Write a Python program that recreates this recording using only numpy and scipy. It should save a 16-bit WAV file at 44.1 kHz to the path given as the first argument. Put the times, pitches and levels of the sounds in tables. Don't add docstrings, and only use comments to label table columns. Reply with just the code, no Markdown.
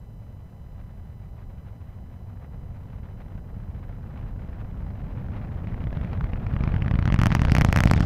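import sys
import numpy as np
from scipy import signal
from scipy.fft import rfft, irfft, next_fast_len
from scipy.io import wavfile
from scipy.ndimage import uniform_filter1d

SR = 44100
rng = np.random.default_rng(int(sys.argv[2]) if len(sys.argv) > 2 else 0)


def int16_out(signal):
    q = np.round(np.clip(np.atleast_2d(signal).T, -1, 1) * 32767)
    wavfile.write(sys.argv[1], SR, q.astype(np.int16))


N = 355005

# [t/s, drive level/dB]
JET = [(0.0, -40.5), (1.75, -39), (2.0, -38.5), (4.0, -35), (4.3, -33.5), (4.95, -33), (5.3, -30.5),
       (5.95, -29.5), (6.4, -28.5), (6.7, -25.5), (7.15, -28.5), (7.9, -13)]
# [t/s, compression level/dB, crack level/dB]
SHOCKS = [(5.672, -21, -30.5), (5.7435, -21, -35), (5.805, -22.5, -35.5), (5.8402, -18.5, -31),
          (5.871, -16.5, -35), (5.9283, -23, -28.5), (5.9717, -14.5, -31.5), (6.013, -17, -31.5),
          (6.0473, -18, -32), (6.132, -18.5, -31.5), (6.1746, -20.5, -35), (6.2097, -20, -28),
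          (6.2421, -15, -27.5), (6.334, -14.5, -27), (6.4667, -15.5, -28), (6.538, -11, -27),
          (6.565, -14.5, -28), (6.6079, -11, -27), (6.638, -13, -20.5), (6.6762, -9.5, -23.5),
          (6.7414, -12, -24.5), (6.764, -10.5, -25.5), (6.8221, -13, -25), (6.862, -12.5, -28),
          (6.881, -14, -24), (6.912, -10.5, -21), (6.9398, -8, -25), (6.9557, -9.5, -25.5),
          (6.99, -7.5, -20.5), (7.026, -12, -22), (7.0557, -8.5, -16.5), (7.077, -7.5, -17.5),
          (7.087, -12, -27), (7.1021, -12.5, -23), (7.1241, -7, -16.5), (7.1426, -6, -15),
          (7.1613, -16, -22), (7.1904, -4.5, -16), (7.199, -13, -19.5), (7.216, -6, -13),
          (7.235, -6.5, -11.5), (7.2584, -6.5, -11.5), (7.2686, -5, -11.5), (7.3048, -9, -19.5),
          (7.3185, -10, -16), (7.3245, -6.5, -17), (7.3508, -5.5, -9), (7.368, -9.5, -22),
          (7.3944, -7.5, -18), (7.4183, -6.5, -12.5), (7.451, -5.5, -15), (7.484, -9.5, -22),
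          (7.4974, -13, -18.5), (7.5195, -0.5, -10), (7.551, -7, -9.5), (7.566, -10.5, -13.5),
          (7.572, -11, -19), (7.5836, -4.5, -10.5), (7.6114, -7, -9), (7.6186, -5, -13.5),
          (7.6484, -5.5, -8.5), (7.6875, -4.5, -17.5), (7.7274, -9, -9.5), (7.7616, -6.5, -9.5),
          (7.7734, -9, -10.5), (7.7878, -6.5, -13.5), (7.8051, -7, -8.5), (7.837, -7.5, -9.5),
          (7.8566, 2, -11), (7.874, -7, -14.5), (7.899, -8, -19.5), (7.9127, -3, -6), (7.936, -5.5, -12.5),
          (7.9642, -7, -22.5), (7.9773, -12.5, -21), (8.0061, -3.5, -14), (8.0285, -9, -21.5)]
# [f/Hz, relative level/dB]
PUFF_COLOUR = [(200, -13), (550, 6), (1200, 1), (2050, -4.5), (3000, -13.5), (4000, -20), (5400, -33),
               (7500, -43.5), (16000, -46)]
BREAK_DB, TURBULENCE_SHARE = -27, .22
ROAR_DB, ROAR_CEILING_DB = -20.4, -43.5


def undb(db):
    return 10 ** (np.asarray(db) / 20)


def unit(x):
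    return x / np.sqrt(np.mean(x ** 2))


def curve(rows):
    return np.interp(np.arange(N) / SR, *np.transpose(rows))


def response(points, size):
    hz, db = np.transpose(points)
    log_hz = np.log(np.fft.rfftfreq(size, 1 / SR) + 1)
    cepstrum = irfft(np.log(undb(np.interp(log_hz, np.log(hz), db))))
    cepstrum[1:size // 2] *= 2
    cepstrum[size // 2 + 1:] = 0
    return np.exp(rfft(cepstrum))


def colour(x, points):
    size = 2 * next_fast_len(N // 2 + 1)
    shaped = irfft(rfft(x, size) * response(points, size))
    return unit(shaped[:N])


def walk(rate_hz):
    k = max(int(SR / rate_hz), 1)
    held = np.repeat(rng.standard_normal(N // k + 1), k)
    smooth = uniform_filter1d(uniform_filter1d(held, k), k)
    return unit(smooth[:N])


def add(out, x, start):
    a, b = max(start, 0), min(start + len(x), len(out))
    out[a:b] += x[a - start:b - start]


def fade(x, seconds):
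    keep = np.exp(-1 / (seconds * SR))
    return signal.lfilter([1 - keep], [1, -keep], x)


def bursts(per_second, energy_tail_s, size_db, lift_db=0):
    sizes = undb(size_db * np.minimum(rng.exponential(size=N), 3) + lift_db)
    starts = rng.random(N) < per_second / SR
    energy = fade(starts * sizes ** 2, energy_tail_s)
    return np.sqrt(energy) * rng.standard_normal(N)


def irregular_times(per_second, jitter):
    strays = rng.standard_normal(1024)
    times = (np.arange(len(strays)) + .5 + jitter * strays) / per_second
    return times[(times > 0) & (times < N / SR)]


def turbulence_db():
    jet = curve(JET)
    return jet - (1 - TURBULENCE_SHARE) * np.maximum(jet - BREAK_DB, 0)


def roar_db():
    return np.minimum(curve(JET) + ROAR_DB, ROAR_CEILING_DB)


def electronics(hiss_db=-76, switch_hz=999, wobble_hz=124, wobble_rad=0.19, drift_rad=0.13,
                lone_hz=2666, lone_db=-87):
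    # [multiple of switching rate, rms level/dB]
    whine_rows = [(1, -75.5), (2, -78.5), (3, -80.5), (4, -83.5), (5, -86.5), (6, -88.5), (7, -91.5),
                  (8, -100)]
    # [f/Hz, relative level/dB]
    hiss_colour = [(1000, -15.5), (4000, -4), (7500, -7), (10000, -5.5), (13000, -2.5), (15500, -1.5),
                   (16000, -38)]
    turn = 2 * np.pi * np.arange(N) / SR
    phase = switch_hz * turn + wobble_rad * np.sin(wobble_hz * turn) + drift_rad * walk(6.5)
    whine = sum(undb(db) * np.sin(round(k) * phase) for k, db in whine_rows)
    lone = undb(lone_db) * np.sin(lone_hz * turn)
    hiss = undb(hiss_db) * colour(rng.standard_normal(N), hiss_colour)
    return np.sqrt(2) * (whine + lone) + hiss


def rumble(skew=0.035, gain_db=-0.28, small_eddy_hz=165, brighten_db_per_db=0.37, neutral_db=-36,
           brighten_limit_db=2):
    # [f/Hz, relative level/dB]
    rumble_colour = [(10, -7), (20, -15), (32, 3), (55, -0.5), (100, 0.5), (140, -6.5), (200, -10.5),
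                     (260, -18.5), (340, -27), (500, -29.5), (1000, -90)]
    pressure = colour(rng.standard_normal(N), rumble_colour)
    high_pass = signal.butter(3, small_eddy_hz, "high", fs=SR, output="sos")
    small = signal.sosfiltfilt(high_pass, pressure)
    level_db = turbulence_db()
    brighten_db = np.minimum(brighten_db_per_db * (level_db - neutral_db), brighten_limit_db)
    pressure = pressure + (undb(brighten_db) - 1) * small
    skewed = unit(pressure + skew * (pressure ** 2 - 1))
    return pressure, skewed * undb(level_db + gain_db)


def roar(pressure, ride_db=0.0, flutter_db=0.5):
    # [f/Hz, relative level/dB]
    roar_colour = [(150, -19.5), (350, 0), (560, 1), (800, -1.5), (1100, -9), (1450, -15.5), (2050, -22),
                   (3000, -31), (4000, -42), (5300, -37), (7500, -53.5), (16000, -65.5)]
    wash = colour(rng.standard_normal(N), roar_colour)
    return unit(wash * undb(ride_db * pressure + flutter_db * walk(35))) * undb(roar_db())


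def crackle(pressure, ride_db=3, early_db=-7, late_db=0.5):
    lift_db = ride_db * np.minimum(pressure, 2)
    sputter = bursts(per_second=160, energy_tail_s=0.0042, size_db=2, lift_db=lift_db)
    level_db = turbulence_db() + ROAR_DB + np.linspace(early_db, late_db, N)
    return colour(sputter, PUFF_COLOUR) * undb(level_db)


def weak_puffs(per_second=7.5, jitter=0.41, above_roar_db=1.0, limit_db=-55, spread_db=2.5):
    times = irregular_times(per_second, jitter)
    scatter_db = spread_db * rng.standard_normal(1024)[:len(times)]
    follow_db = turbulence_db()[(times * SR).astype(int)] + ROAR_DB + above_roar_db
    return list(zip(times, np.minimum(follow_db, limit_db) + scatter_db))


def puffs(gain_db=-4.0, rise_s=0.013, fall_s=0.015, grain_db=3):
    # [t/s, level before gain_db/dB]
    loud_puffs = [(0.813, -62), (0.982, -54), (1.392, -51), (1.681, -52.5), (2.533, -51), (2.94, -52.5),
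                  (3.205, -50), (3.889, -54), (4.59, -50), (5.37, -49), (5.437, -47), (5.813, -47.5),
                  (6.039, -42), (6.133, -43.5)]
    t = np.arange(N) / SR
    swell = np.zeros(N)
    for s, db in loud_puffs + weak_puffs():
        near = slice(max(int((s - .1) * SR), 0), int((s + .1) * SR))
        late = t[near] - s
        width_s = np.where(late < 0, rise_s, fall_s)
        swell[near] += undb(db + gain_db) * np.exp(-(late / width_s) ** 2 / 2)
    noise = colour(rng.standard_normal(N), PUFF_COLOUR)
    return swell * unit(noise * undb(grain_db * walk(400)))


def pressure_wave(ms, width_ms, steep, suction=0.57, suction_lag=3.23, suction_width=1.64,
                  delay_ms=0.81, front_ms=0.59):
    u = (ms - delay_ms * steep) / width_ms
    wave = np.exp(-u ** 2 / 2) - suction * np.exp(-((u - suction_lag) / suction_width) ** 2 / 2)
    ahead = (1 - np.tanh(ms / front_ms)) / 2
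    return wave * (1 - steep * ahead)


def weak_shocks(per_second=38, jitter=.25, push_db=-22.5, crack_db=-36.0, push_growth=1.24,
                crack_growth=2.1, spread_db=2.0, push_limit_db=-15.0, crack_limit_db=-27, clear_s=.011):
    times = irregular_times(per_second, jitter)
    gap_s = np.abs(times[:, None] - np.array(SHOCKS)[:, 0]).min(axis=1)
    times = times[gap_s > clear_s]
    drive_db = np.interp(times, *np.transpose(JET)) - BREAK_DB
    scatter_db = spread_db * rng.standard_normal((1024, 2))[:len(times)]
    push = np.minimum(push_db + push_growth * drive_db, push_limit_db) + scatter_db[:, 0]
    crack = np.minimum(crack_db + crack_growth * drive_db, crack_limit_db) + scatter_db[:, 1]
    return list(zip(times, push, crack))


def shocks(size=4096, thud_gain_db=-1.48, crack_gain_db=-0.63, steep_gain_db=6.5,
           soft_width_ms=1.12, steep_width_ms=1.0, width_spread_db=.5,
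           scatter_db=-14.5, steep_scatter_db=-21, early_ms=0.16, near_ms=1.37, far_ms=8, far_share=0.19,
           soft_front_hz=4630, sharp_front_hz=7640, faint_db=-31.5, dulling_db_per_db=0.39,
           air_hz=6100, sharpen_db=14, snap_db=-19, twin_db=-11, twin_ms=0.544, lean=0.27, body_hz=1050):
    # [f/Hz, relative level/dB]
    crack_colour = [(100, -24), (380, -1.5), (580, 5), (1000, 3), (2050, -1), (2900, -6.5), (4000, -14.5),
                    (5400, -13.5), (6500, -14.5), (7800, -23), (11000, -13), (12700, -8), (14500, -24.5),
                    (16000, -32.5)]
    out = np.zeros(N)
    lead = size // 4
    ms = (np.arange(size) - lead) / SR * 1000
    hz = np.fft.rfftfreq(size, 1 / SR)
    ring = response(crack_colour, size)
    after = np.exp(-abs(ms) / near_ms) + far_share * np.exp(-abs(ms) / far_ms)
    spread = np.where(ms < 0, np.exp(-abs(ms) / early_ms), after)
    waves = SHOCKS + weak_shocks()
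    for (s, push_db, crack_db), chance in zip(waves, rng.standard_normal((len(waves), size))):
        steep = np.clip((crack_db + 23.0) / 15, 0, 1)
        width_ms = soft_width_ms + (steep_width_ms - soft_width_ms) * steep
        width_ms = width_ms * undb(width_spread_db * chance[0])
        thud = undb(push_db + thud_gain_db) * pressure_wave(ms, width_ms, steep)
        reach_hz = air_hz * undb(sharpen_db * steep)
        edge_hz = soft_front_hz * undb(dulling_db_per_db * min(crack_db - faint_db, 0))
        edge_hz = edge_hz + (sharp_front_hz - soft_front_hz) * steep ** 3
        edge = 1 / (1 + (hz / edge_hz) ** 4) + undb(snap_db) * steep
        body = 1 - lean * steep / (1 + (hz / body_hz) ** 4)
        front = ring * edge * body / (1 + (hz / reach_hz) ** 6)
        scattered = spread * chance * abs(chance) / 2
        arrivals = (ms == 0) + undb(scatter_db + steep_scatter_db * steep) * scattered
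        delay_s = twin_ms / 1000 * 2 ** (chance[2] / 2)
        twin = undb(twin_db) * np.exp(-2j * np.pi * hz * delay_s)
        crack = irfft(rfft(arrivals) * front * (1 + twin)) / irfft(front).max()
        crack_gain = undb(crack_db + crack_gain_db + steep_gain_db * steep)
        add(out, thud + crack_gain * crack, int(s * SR + 2 * chance[1]) - lead)
    return out


def sizzle(from_s=7.17, start_db=-60, growth_db_per_s=11, onset_s=0.14):
    # [f/Hz, relative level/dB]
    sizzle_colour = [(800, -14), (2500, -4), (3300, -1.5), (5200, -3.5), (7000, -12.5), (9000, -21.5),
                     (16000, -35)]
    grains = colour(bursts(per_second=390, energy_tail_s=0.0013, size_db=4.5), sizzle_colour)
    since_s = np.arange(N) / SR - from_s
    return np.clip(since_s / onset_s, 0, 1) * undb(start_db + growth_db_per_s * since_s) * grains


def scene():
    pressure, low = rumble()
    turbulence = low + roar(pressure) + crackle(pressure) + puffs()
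    return (turbulence + shocks() + sizzle() + electronics())[None]


def record(dry, full_scale=.51, top_hz=16200):
    clipped = np.clip(dry, -full_scale, full_scale)
    return signal.sosfilt(signal.ellip(8, .2, 70, top_hz, fs=SR, output="sos"), clipped)


dry = scene()
out = record(dry)
int16_out(out)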